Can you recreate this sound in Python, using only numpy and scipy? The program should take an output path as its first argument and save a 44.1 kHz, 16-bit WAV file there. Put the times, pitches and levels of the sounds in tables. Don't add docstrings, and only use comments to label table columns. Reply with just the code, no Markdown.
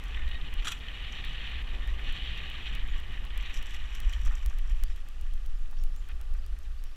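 import sys
import numpy as np
from scipy import signal
from scipy.fft import rfft, irfft, next_fast_len
from scipy.io import wavfile
from scipy.ndimage import uniform_filter1d

SR = 44100
rng = np.random.default_rng(int(sys.argv[2]) if len(sys.argv) > 2 else 0)


def wrap_up_sound(samples):
    columns = np.atleast_2d(samples).T
    tamed = np.clip(columns, -1, 1)
    steps = np.round(tamed * 32767).astype(np.int16)
    wavfile.write(sys.argv[1], SR, steps)


def rack_gain(trim_db):
    fader = np.asarray(trim_db, float)
    return 10 ** (fader / 20)


N = 306931

# (frequency [Hz], bandwidth [Hz], level [dB])
HOUSING_MODES = [(830, 310, -20), (1178, 135, -6), (1458, 200, -9.5), (1850, 215, -1), (2517, 273, -2),
                 (2920, 174, 2), (3216, 346, -2), (3750, 290, -6.5), (4280, 290, -15.5)]
BRIGHT_MODES = [(5750, 420, 0.5), (6200, 75, -11), (6450, 58, -8.5), (7580, 340, -2.5), (9250, 1000, -17.5),
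                (11500, 850, -14.5), (14500, 1800, -20.5)]

# (frequency [Hz], density [dB per Hz])
BUFFET_SPECTRUM = [(4.7, -10), (8.0, 2), (22, 1), (40, -11.5), (52, -31), (88, -120)]
FLUTTER_SPECTRUM = [(25, -33), (38, 2), (46, 2.5), (56, 1.5), (63, -5), (72, -15.5), (85, -29), (110, -69)]
# (time [s], buffeting level [dB])
AIRFLOW = [(0, -44), (.7, -41.5), (1.5, -37.5), (2.5, -37), (3.2, -33.5), (4.0, -32), (4.7, -26),
           (5.1, -35.5), (5.65, -26), (6.1, -36), (6.96, -38)]
# (time [s], peak buffeting [dB], peak flutter [dB])
GUSTS = [(.05, -53, -33), (0.237, -25.5, -30), (.4, -31, -55), (.57, -28.5, -40), (1.01, -55, -38.5),
         (1.3, -32, -38), (1.57, -50, -34), (1.68, -33, -48), (1.78, -31.5, -35.5), (1.92, -28.5, -32.5),
         (2.11, -28, -45), (2.28, -56, -36.5), (2.7, -52, -38), (2.81, -25, -43), (2.94, -28, -32),
         (3.22, -50, -34), (3.39, -35, -32), (3.57, -29.5, -43), (3.83, -32, -36.5), (4.07, -31.5, -34),
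         (4.19, -45, -36), (4.28, -21, -27), (4.48, -31, -40), (4.75, -33, -35), (4.89, -28, -37.5),
         (5.24, -31.5, -36.5), (5.32, -26.5, -43), (5.52, -27.5, -44), (5.85, -23.5, -37),
         (6.16, -32.5, -36.5), (6.33, -25.5, -32.5), (6.53, -33.5, -33.5), (6.72, -32.5, -37.5),
         (6.84, -31.5, -64)]
GUST_RISE_DB_PER_S, GUST_FALL_DB_PER_S = 136, 113
FLUTTER_DB, FLUTTER_FOLLOWS = -45.5, 0.63
# (time [s], peak level [dB], pitch [Hz])
EDDIES = [(0.614, -21.5, 31.2), (4.076, -14, 32.2), (4.158, -22, 36.3), (4.473, -15.5, 35),
          (4.547, -27, 30), (4.616, -24, 32.3), (4.723, -15.5, 29.4), (4.836, -18.5, 30)]
EDDY_CYCLES = 0.54

# (frequency [Hz], density [dB per Hz])
DEEP_SPECTRUM = [(50, -39), (85, -0.5), (107, -5), (280, -20), (360, -69), (620, -120)]
GRIT_SPECTRUM = [(150, -3.5), (260, -2), (494, -5.5), (674, -8), (794, -4), (1000, -11.5), (1300, -31),
                 (2200, -120)]
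# (time [s], deep rumble level [dB])
ROLLING = [(0, -54), (.6, -53), (1.05, -53), (1.32, -53.5), (1.75, -52), (2.4, -51), (2.85, -54.5),
           (3.3, -55.5), (5.0, -63.5), (5.6, -65), (6.2, -61.5), (6.6, -64.5), (6.96, -68)]
GRIT_DB, GRIT_FOLLOWS = -61.5, 0.71
# (time [s], peak rumble level [dB])
JOLTS = [(.44, -48), (.66, -50), (.81, -56), (1.22, -50), (1.3, -48.5), (1.86, -48), (1.98, -59),
         (2.15, -49), (2.3, -49), (2.53, -59), (2.62, -53), (2.74, -44.5), (2.84, -48), (2.92, -61),
         (3.1, -48), (3.6, -53), (4.02, -52), (4.24, -50), (4.6, -64), (4.84, -59), (5.15, -60),
         (5.32, -58), (5.78, -63), (5.95, -60), (6.64, -60), (6.79, -65)]
JOLT_RISE_DB_PER_S, JOLT_FALL_DB_PER_S = 400, 204
# (time [s], crush hiss level [dB])
LITTER = [(0, -49), (.4, -48), (.62, -47), (.78, -46), (1.05, -43), (1.58, -42), (1.66, -46), (1.93, -48.5),
          (2.05, -42), (2.27, -40.5), (2.79, -45), (2.86, -47.5), (3.26, -51), (3.42, -44.5), (4.12, -49),
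          (4.65, -57.5), (5.7, -71.5), (6.96, -71)]
# (time [s], change [dB])
PATCHES = [(.11, 1.5), (.16, 2), (.25, -1.5), (.42, -5.5), (.46, 5), (.53, 1), (0.599, 8), (.615, -6.5),
           (.68, 5), (.8, -7), (.875, -1.5), (1.05, 2), (1.1, -1), (1.19, 2.5), (1.225, -4), (1.255, 2),
           (1.39, 1.5), (1.45, -0.5), (1.64, -6), (1.69, 2), (1.75, 2), (1.79, -5.5), (1.82, 1),
           (2.01, -4.5), (2.14, 1), (2.21, 2), (2.27, 1.5), (2.665, 3), (2.7, -0.5), (2.79, 2),
           (2.84, -4.5), (2.96, 3.5), (3.03, 2.5), (3.14, 7), (3.21, 2), (3.25, 0), (3.3, -6), (3.39, -4),
           (3.46, 4), (3.76, 2), (3.79, -2), (3.83, 0.5), (3.88, -3), (4.15, -1), (4.2, -3), (4.35, 2),
           (4.62, -3.5), (4.71, 6.5), (4.81, 2), (4.91, 3), (4.98, 8), (5.04, -16), (5.27, 6.5), (5.62, 5),
           (5.94, -3), (6.02, 9), (6.37, 10), (6.42, 7), (6.66, 11), (6.87, 13)]
PATCH_S = 0.017
BRIGHTER_PER_DB, DULLEST_DB = 0.88, -49
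# (time [s], level [dB])
RUSTLE = [(0, -71), (.5, -72.5), (1.2, -67), (1.7, -70), (2.2, -64.5), (3.3, -74), (3.55, -65), (3.85, -64),
          (4.3, -64.5), (4.9, -71.5), (6.96, -83)]
JINGLE_DB, JINGLE_RISE_DB_PER_S, JINGLE_FALL_DB_PER_S = -20, 400, 220

# (time [s], level [dB], centre frequency [Hz])
KNOCKS = [(.145, -31, 2500), (0.17, -30.5, 1800), (.193, -33, 1840), (0.219, -37, 2200),
          (0.278, -33.5, 2900), (0.313, -31.5, 2920), (.344, -33.5, 3000), (.412, -34, 2880),
          (.623, -28.5, 2500), (.644, -48, 3100), (0.669, -24, 1380), (0.807, -37, 2850),
          (0.884, -30.5, 2500), (1.24, -30, 2720), (1.784, -44, 2950), (1.875, -38, 1680),
          (1.992, -33, 1850), (2.018, -48, 2950), (2.087, -47, 2930), (2.376, -32, 3080),
          (2.668, -27.5, 2920), (2.74, -55, 2920), (2.752, -35, 2500), (2.878, -46, 2460),
          (3.117, -40, 3000), (3.175, -36, 1850), (3.304, -37.5, 2900), (3.377, -34, 2620),
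          (3.4, -37, 2830), (3.426, -37, 2480), (3.459, -38, 2900), (3.744, -37, 2000), (3.98, -42, 2200),
          (4.13, -31, 3230), (4.262, -33, 1180), (4.31, -34, 1150), (4.59, -42, 2630), (4.826, -42, 1830),
          (5.063, -49, 1640), (5.373, -51, 1890), (5.658, -52, 2500), (5.768, -48, 2900),
          (5.797, -57, 3100), (6.111, -48, 2180), (6.349, -39, 1300), (6.523, -46, 1500),
          (6.564, -46, 1600)]
KNOCK_TOP_DB = -26
# (time [s], body level [dB], bright level [dB], tilt [dB per octave])
TICKS = [(0.048, -51, -53, 1), (.056, -43, -54, 1), (.082, -51, -51, 1), (.646, -58, -50, 1),
         (.68, -38, -30, 1), (.686, -36, -40, 1), (0.72, -26.5, -34, 9), (1.123, -54, -42.5, -3),
         (1.292, -67, -53, -1), (1.331, -50, -52.5, -1), (2.98, -60, -51, 1), (3.409, -47, -49, -3),
         (3.426, -53, -52, 7), (3.457, -55, -56, -4), (3.532, -55, -52, 2), (3.542, -40, -39, 3),
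         (3.548, -55, -50, -3), (3.559, -49, -45, 1), (3.566, -41, -45, -4), (3.573, -50, -39.5, -1),
         (3.581, -51, -49, 6), (3.59, -55, -52, 1), (3.659, -57, -46, 1), (3.667, -42, -45, 2),
         (3.695, -55, -51, 1), (3.708, -38, -44, 2), (3.721, -59, -50, -1), (3.738, -53, -50, 1),
         (3.745, -43, -44, 4), (3.764, -53, -47, -4), (3.95, -38, -39, 3), (3.97, -55, -53, 1),
         (3.982, -55, -58, 3), (4.095, -37.5, -42.5, 1), (4.135, -56, -41, -2), (4.17, -55, -58, -3),
         (4.215, -55, -49, 5), (4.235, -58, -52, 2), (4.251, -55, -45, 2), (4.259, -45, -41, 4),
         (4.272, -56, -44, 2), (4.353, -51, -41.5, 2), (4.498, -53, -44, -4), (4.538, -58, -54, 1),
         (4.675, -63, -53, 1), (4.697, -51, -45, -1), (4.72, -63, -53, -6), (6.631, -70, -54, 3)]
TICK_HZ = 2500
# (time [s], level [dB])
BARK = [(.643, -72), (.648, -48), (.657, -46.5), (.669, -54), (0.672, -44), (.688, -43.5), (.697, -55.5),
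        (.717, -48), (.721, -49), (.73, -59), (.75, -62), (.83, -86)]
# (frequency [Hz], density [dB per Hz])
BARK_SPECTRUM = [(410, -30), (1050, -16.5), (1400, -6.5), (2160, -16), (3360, -6.5), (5080, -30),
                 (5570, -33), (7500, -20), (8210, -26), (9800, -27), (15500, -39)]
# (time [s], length [s], start [Hz], end [Hz], level [dB])
SQUEAKS = [
    (.165, 0.086, 1840, 1777, -53),
    (.265, 0.061, 1870, 1900, -55),
    (.325, 0.055, 1863, 1896, -50),
    (1.805, 0.068, 1783, 1848, -47.5),
    (1.88, 0.023, 1850, 1950, -52),
]
# (time [s], level [dB])
SPOKE_WHIPS = [
    (0.6711, -33),
    (.7205, -44),
]
# (frequency [Hz], level [dB], decay by 60 dB [s])
SPOKE_MODES = [(1370, -0.5, 0.063), (2950, -21, .07), (3321, 1, 0.089), (3640, -6, .035), (3970, -5, 0.087),
               (4730, -13, .06), (5720, -9, .06), (7340, -10, 0.083), (7671, -9, 0.08), (9432, -14, 0.045)]
# (time [s], length [s], level [dB], centre frequency [Hz])
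SCUFFS = [(4.263, 0.026, -48, 1390), (4.316, 0.037, -51.5, 1340), (4.501, 0.039, -58, 1350),
          (4.648, 0.059, -60.5, 1340), (5.726, 0.023, -55, 1100), (5.933, 0.016, -60.5, 1500),
          (6.008, .03, -66, 2200), (6.075, 0.01, -58, 2200), (6.088, 0.032, -50.5, 1850),
          (6.201, 0.036, -57, 1340)]
# (time [s], length [s], start [Hz], end [Hz], level [dB])
CHIRPS = [(2.89, .04, 6850, 6750, -67), (4.85, .02, 4450, 4750, -61), (4.868, .025, 4750, 4500, -66),
          (4.903, .035, 5400, 5050, -64), (5.53, 0.05, 5050, 5200, -71), (5.56, 0.057, 6900, 6700, -72),
          (5.752, .055, 4500, 4600, -68), (5.772, .022, 5700, 5800, -65), (5.778, 0.05, 5300, 5500, -64),
          (5.793, .022, 5900, 6850, -68), (5.812, .022, 6900, 6700, -66), (5.85, .085, 5350, 5150, -77),
          (5.925, .022, 5100, 5500, -70), (5.946, 0.028, 5500, 7000, -64), (5.968, .03, 7150, 7100, -65),
          (5.995, .012, 7000, 6600, -70), (6.01, .07, 6750, 6700, -78), (6.38, 0.022, 4600, 4850, -65),
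          (6.425, .025, 4450, 4550, -70), (6.447, 0.02, 4700, 4730, -67), (6.776, .024, 4400, 4550, -63),
          (6.793, .02, 4550, 4850, -71), (6.81, .03, 5440, 5500, -72), (6.855, .045, 5500, 5350, -67),
          (6.855, .025, 4650, 4650, -68), (6.912, .03, 4600, 4800, -71), (6.927, .032, 5450, 5550, -69)]
# (frequency [Hz], density [dB per Hz])
HISS_SPECTRUM = [(530, -40), (900, -20), (1160, 6.5), (1320, 0.5), (1880, 1.5), (2170, -6), (2570, 0),
                 (5100, -8.5), (13000, -18.5), (16000, -12)]
HISS_DB = -62.5

LOSS_EVERY_S, RESTART_EVERY_S, RESTART_AT_S = .125147, 3.3373, 1.1244
JUMPS_DB = [-30, -43.5, -35.5, -70, -27, -47.5, -39, -48.5, -70, -70, -30.5, -70, -42, -40.5, -47.5, -33,
            -43.5, -31, -42.5, -36, -34, -47, -27.5, -37.5, -34, -40.5, -32, -24.5, -38.5, -28.5, -33.5,
            -70, -23, -31, -32.5, -41, -19.5, -28, -41, -16.5, -33.5, -30.5, -31, -32, -31, -43, -36, -26.5,
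            -33, -33.5, -30, -34, -32, -32.5, -70, -28]
# (time [s], length [s], lowest loss [Hz])
TREBLE_LOSSES = [(.22, .03, 12800), (.3, .2, 14300), (1.35, .2, 14300), (4.04, .05, 12800),
                 (4.27, .04, 13500), (4.45, .03, 14000), (4.53, .05, 13000), (4.6, .09, 12800),
                 (4.85, .1, 13000), (4.98, .06, 12800), (5.15, .18, 12800), (5.39, .04, 13200),
                 (5.49, .33, 12800), (5.92, .04, 13500), (6.06, .03, 13000), (6.18, .03, 13000),
                 (6.27, .1, 12800), (6.47, .13, 12800), (6.68, .04, 13000), (6.8, .04, 12800),
                 (6.93, .03, 13500)]


def wind():
    buffet_db, flutter_db = wind_levels()
    buffet = coloured(BUFFET_SPECTRUM, .85, over_s=.07)
    flutter = coloured(FLUTTER_SPECTRUM, .8, over_s=.06)
    pressure = rack_gain(buffet_db) * buffet + rack_gain(flutter_db) * flutter + eddies()
    return .3 * np.tanh(pressure / .3)


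def wind_levels():
    flow_db, = in_time(AIRFLOW)
    deep_db, = in_time(ROLLING)
    s, buffet_db, flutter_db = np.transpose(GUSTS)
    steady_db = FLUTTER_DB + FLUTTER_FOLLOWS * (deep_db - deep_db.mean())
    rates = GUST_RISE_DB_PER_S, GUST_FALL_DB_PER_S
    buffeting = flares(flow_db, s, buffet_db + 2.0, *rates)
    fluttering = flares(steady_db, s, flutter_db + 1, *rates)
    rounding = int(.025 * SR)
    return uniform_filter1d(buffeting, rounding), uniform_filter1d(fluttering, rounding)


def eddies():
    out = np.zeros(N)
    for s, db, hz in EDDIES:
        near = np.arange(int((s - .08) * SR), int((s + .08) * SR))
        turns = (near / SR - s) * hz
        out[near] -= rack_gain(db) * np.exp(-(turns / EDDY_CYCLES) ** 2) * np.cos(2 * np.pi * turns)
    return out


def tyres():
    rumble = ground_rumble()
    clumps_db = 1.3 * drift(41.0)
    return rumble + litter_crush(clumps_db) + leaf_snaps(clumps_db)


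def ground_rumble():
    deep_db, = in_time(ROLLING)
    grit_db = GRIT_DB + GRIT_FOLLOWS * (deep_db - deep_db.mean())
    jolted_db = flares(deep_db - 1.0, *np.transpose(JOLTS), JOLT_RISE_DB_PER_S, JOLT_FALL_DB_PER_S)
    deep = rack_gain(jolted_db + 0.57 * drift(7.4)) * coloured(DEEP_SPECTRUM, .6, over_s=.05)
    grit = rack_gain(grit_db + .9 * drift(25)) * coloured(GRIT_SPECTRUM)
    return deep + grit


def litter_crush(clumps_db):
    crush_db = crush_level()
    slope_db = BRIGHTER_PER_DB * np.maximum(crush_db - DULLEST_DB, 0) - 3.5
    tilts = [rack_gain(slope_db * np.log2(hz / 2300) + 0.99 * drift(40)) for hz, width, db in HOUSING_MODES]
    cracks = grains(8000, spread_db=2.5) * rack_gain(clumps_db)
    crush = rms_one(housing_wall(resonate(cracks, HOUSING_MODES, tilts)))
    return rack_gain(crush_db - 1.76) * crush


def leaf_snaps(clumps_db):
    s, body_db, bright_db, tilt_db = np.transpose(TICKS)
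    rustle_db = in_time(RUSTLE)[0] + 0.94 * litter_patches()
    snap_db = flares(rustle_db, s, bright_db + JINGLE_DB, JINGLE_RISE_DB_PER_S, JINGLE_FALL_DB_PER_S)
    cracks = grains(2500, spread_db=2.0) * rack_gain(2.0 * clumps_db)
    snaps = rms_one(resonate(cracks, BRIGHT_MODES, np.ones(len(BRIGHT_MODES))))
    return rack_gain(np.minimum(snap_db, -55) - 3.0) * snaps


def crush_level():
    return in_time(LITTER)[0] + litter_patches()


def litter_patches():
    out = np.zeros(N)
    for s, db in PATCHES:
        near = np.arange(int((s - .06) * SR), int((s + .06) * SR))
        out[near] += db * np.exp(-((near / SR - s) / PATCH_S) ** 2)
    return out


def rattles():
    rows = [(s, db, db + KNOCK_TOP_DB, 0, hz) for s, db, hz in KNOCKS]
    rows += [(*row, TICK_HZ) for row in TICKS]
    s, body_db, bright_db, tilt_db, centre_hz = np.transpose(rows)
    mode_hz, _, mode_db = np.hsplit(np.array(HOUSING_MODES), 3)
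    bright_hz = np.array(BRIGHT_MODES)[:, :1]

    knocks_db = body_db + 7.0 - 19 * np.log2(mode_hz / centre_hz) ** 2 - 0.46 * mode_db
    knocks_db = knocks_db + rng.normal(0, 1.8, (120, len(HOUSING_MODES)))[:len(s)].T
    ticks_db = bright_db + 9.0 + tilt_db * np.log2(bright_hz / 6500)
    ticks_db = ticks_db + rng.normal(0, 0.97, (120, len(BRIGHT_MODES)))[:len(s)].T

    knocks = flurries(s, HOUSING_MODES, knocks_db, t60=0.054, rise_s=0.002, strike=9.5)
    knocks = housing_wall(knocks)
    ticks = flurries(s, BRIGHT_MODES, ticks_db, t60=0.02, rise_s=0.00036, strike=1.5)
    return knocks + ticks


def flurries(s, modes, strengths_db, t60, rise_s, strike):
    at = (s * SR).astype(int)
    gains = np.zeros((len(modes), N))
    gains[:, at - 20] = rack_gain(strengths_db)
    gains = uniform_filter1d(gains, int(rise_s * SR))
    gains = signal.lfilter([1], [1, -rack_gain(-60 / (t60 * SR))], gains)
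    contacts = rng.standard_normal(N)
    contacts[at] = strike
    return resonate(contacts, modes, gains)


def bark():
    s, db = np.transpose(BARK)
    level_db = np.interp(np.arange(N) / SR, s, db, -99, -99)
    crunch = rack_gain(level_db + 6.5 + 0.98 * drift(150)) * coloured(BARK_SPECTRUM)
    return crunch + rack_gain(11.5) * resonate(crunch, BRIGHT_MODES, np.ones(len(BRIGHT_MODES)))


def pebbles():
    hits = grains(150, spread_db=0.7)
    dealt = rng.integers(0, len(HOUSING_MODES), N)
    pings = resonate(hits, HOUSING_MODES, [dealt == k for k in range(len(HOUSING_MODES))])
    return rack_gain(0.57 * crush_level() - 31.0) * rms_one(housing_wall(pings))


def brake():
    return whistles(SQUEAKS, overtone_db=-4, waver_db=5.5, arch=0.0018)


def spoke():
    out = np.zeros(N)
    s, db = np.transpose(SPOKE_WHIPS)
    for hz, level_db, t60 in SPOKE_MODES:
        clicks = np.zeros(N)
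        clicks[(s * SR).astype(int)] = rack_gain(db + level_db) * rng.choice([-1, 1], len(s))
        r, w = rack_gain(-60 / (t60 * SR)), 2 * np.pi * hz / SR
        out += signal.lfilter([0, np.sin(w)], [1, -2 * r * np.cos(w), r * r], clicks + 1e-18)
    return out


def scuffs():
    levels = np.zeros((len(HOUSING_MODES), N))
    hz, width_hz, mode_db = np.transpose(HOUSING_MODES)
    for s, length, db, centre_hz in SCUFFS:
        mode_level_db = db + 12.5 - 10.0 * np.log2(hz / centre_hz) ** 2 - 0.94 * mode_db
        levels[:, int(s * SR):int((s + length) * SR)] = rack_gain(mode_level_db)[:, None]
    rubbing = rng.standard_normal(N) * rack_gain(4.5 * drift(120))
    return housing_wall(resonate(rubbing, HOUSING_MODES, uniform_filter1d(levels, size=200)))


def birds():
    calls = whistles(CHIRPS, overtone_db=-40, waver_db=3.3, arch=.018)
    lags_s = rng.uniform(.01, .09, 5)
    return calls + sum(rack_gain(-17 - 80 * lag) * np.roll(calls, int(lag * SR)) for lag in lags_s)


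def hiss():
    return rack_gain(HISS_DB) * coloured(HISS_SPECTRUM)


def housing_wall(x):
    return signal.sosfilt(signal.butter(4, 4500, fs=SR, output="sos"), x)


def resonate(x, modes, gains):
    out = np.zeros(N)
    for k, ((hz, width_hz, db), gain) in enumerate(zip(modes, gains)):
        r = np.exp(-np.pi * width_hz / SR)
        feed = [(1 - r * r) / 2, 0, (r * r - 1) / 2]
        feedback = [1, -2 * r * np.cos(2 * np.pi * hz / SR), r * r]
        out += (-1) ** k * rack_gain(db) * signal.lfilter(feed, feedback, x * gain + 1e-18)
    return out


def whistles(notes, overtone_db, waver_db, arch):
    out = np.zeros(N + SR)
    wobble = .5 * arch * drift(70)
    for s, length, start_hz, end_hz, db in notes:
        start = int(s * SR)
        u = np.linspace(0, 1, int(length * SR))
        bend = 1 + arch * np.sin(np.pi * u) + wobble[start:][:len(u)]
        hz = (start_hz + (end_hz - start_hz) * u) * bend
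        phase = 2 * np.pi * np.cumsum(hz) / SR
        tone = np.sin(phase) + rack_gain(overtone_db) * np.sin(2 * phase)
        out[start:start + len(u)] += rack_gain(db - 1.5) * np.sin(np.pi * u) ** 0.24 * tone
    return out[:N] * rack_gain(waver_db * drift(130))


def grains(per_s, spread_db):
    sizes = rack_gain(spread_db * np.minimum(rng.exponential(1, N), 4)) * rng.choice([-1, 1], N)
    return rms_one(sizes * (rng.random(N) < per_s / SR))


def coloured(spectrum, evenness=0., over_s=.1):
    hz, db = np.transpose(spectrum)
    size = next_fast_len(N)
    f = np.arange(size // 2 + 1) * SR / size + 1e-3
    shape = rack_gain(np.interp(np.log(f), np.log(hz), db, -99, -99))
    x = irfft(rfft(rng.standard_normal(size)) * shape, size)[:N]
    width = int(over_s * SR)
    swell = uniform_filter1d(uniform_filter1d(x ** 2, width), width)
    return rms_one(x / (swell + 1e-20) ** (evenness / 2))


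def flares(steady_db, s, peak_db, rise, fall):
    power = rack_gain(2 * steady_db)
    for at, db in zip(s, peak_db):
        near = np.arange(max(int((at - .4) * SR), 0), min(int((at + .4) * SR), N))
        late = near / SR - at
        power[near] += rack_gain(2 * (db - np.where(late < 0, -rise * late, fall * late)))
    return 10 * np.log10(power)


def drift(rate):
    r = np.exp(-2 * np.pi * rate / SR)
    x = signal.lfilter([1], [1, -2 * r, r * r], rng.standard_normal(N + 9000))
    return rms_one(x[9000:])


def in_time(rows):
    s, *columns = np.transpose(rows)
    return [np.interp(np.arange(N) / SR, s, c) for c in columns]


def rms_one(x):
    return x / np.sqrt(np.mean(x ** 2) + 1e-20)


def scene():
    bicycle = tyres() + bark() + rattles() + pebbles() + brake() + spoke()
    return (wind() + bicycle + birds() + hiss() + scuffs())[None]


def treble_dropouts(x):
    lowest_hz = np.full(N, 14800)
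    for s, length, hz in TREBLE_LOSSES:
        lowest_hz[int(s * SR):int((s + length) * SR)] = hz
    together = drift(80)
    size = next_fast_len(N)
    spectrum, f = rfft(x, size), np.arange(size // 2 + 1) * SR / size
    for low_hz in np.arange(12700, 15700, 400):
        band = irfft(spectrum * ((f >= low_hz) & (f < low_hz + 400)), size)[:, :N]
        chance = .8 * together + .6 * drift(40)
        lost = (low_hz + 250 > lowest_hz) & (chance < (low_hz - lowest_hz) / 1500 - .1)
        x = x - band * uniform_filter1d(lost * 1., 200)
    return x


def lost_samples():
    restarts = RESTART_AT_S + RESTART_EVERY_S * np.arange(-1, 2)
    s = (restarts[:, None] + LOSS_EVERY_S * np.arange(27)).ravel()
    return np.round(s[(s > 0) & (s < N / SR)] * SR).astype(int)


def loss_spikes(dry):
    at = lost_samples()
    spikes = np.zeros(N)
    spikes[at] = -np.sign(dry[0, at]) * rack_gain(JUMPS_DB)
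    return np.convolve(spikes, signal.firwin(61, 16000, fs=SR), "same")


def top_cut(x):
    return signal.sosfilt(signal.butter(12, 16820, fs=SR, output="sos"), x)


def record(dry):
    low_pass = signal.cheby2(16, 70, 15700, fs=SR, output="sos")
    mix = signal.sosfilt(low_pass, treble_dropouts(dry)) + loss_spikes(dry)
    return top_cut(mix)


dry = scene()
out = record(dry)
wrap_up_sound(out)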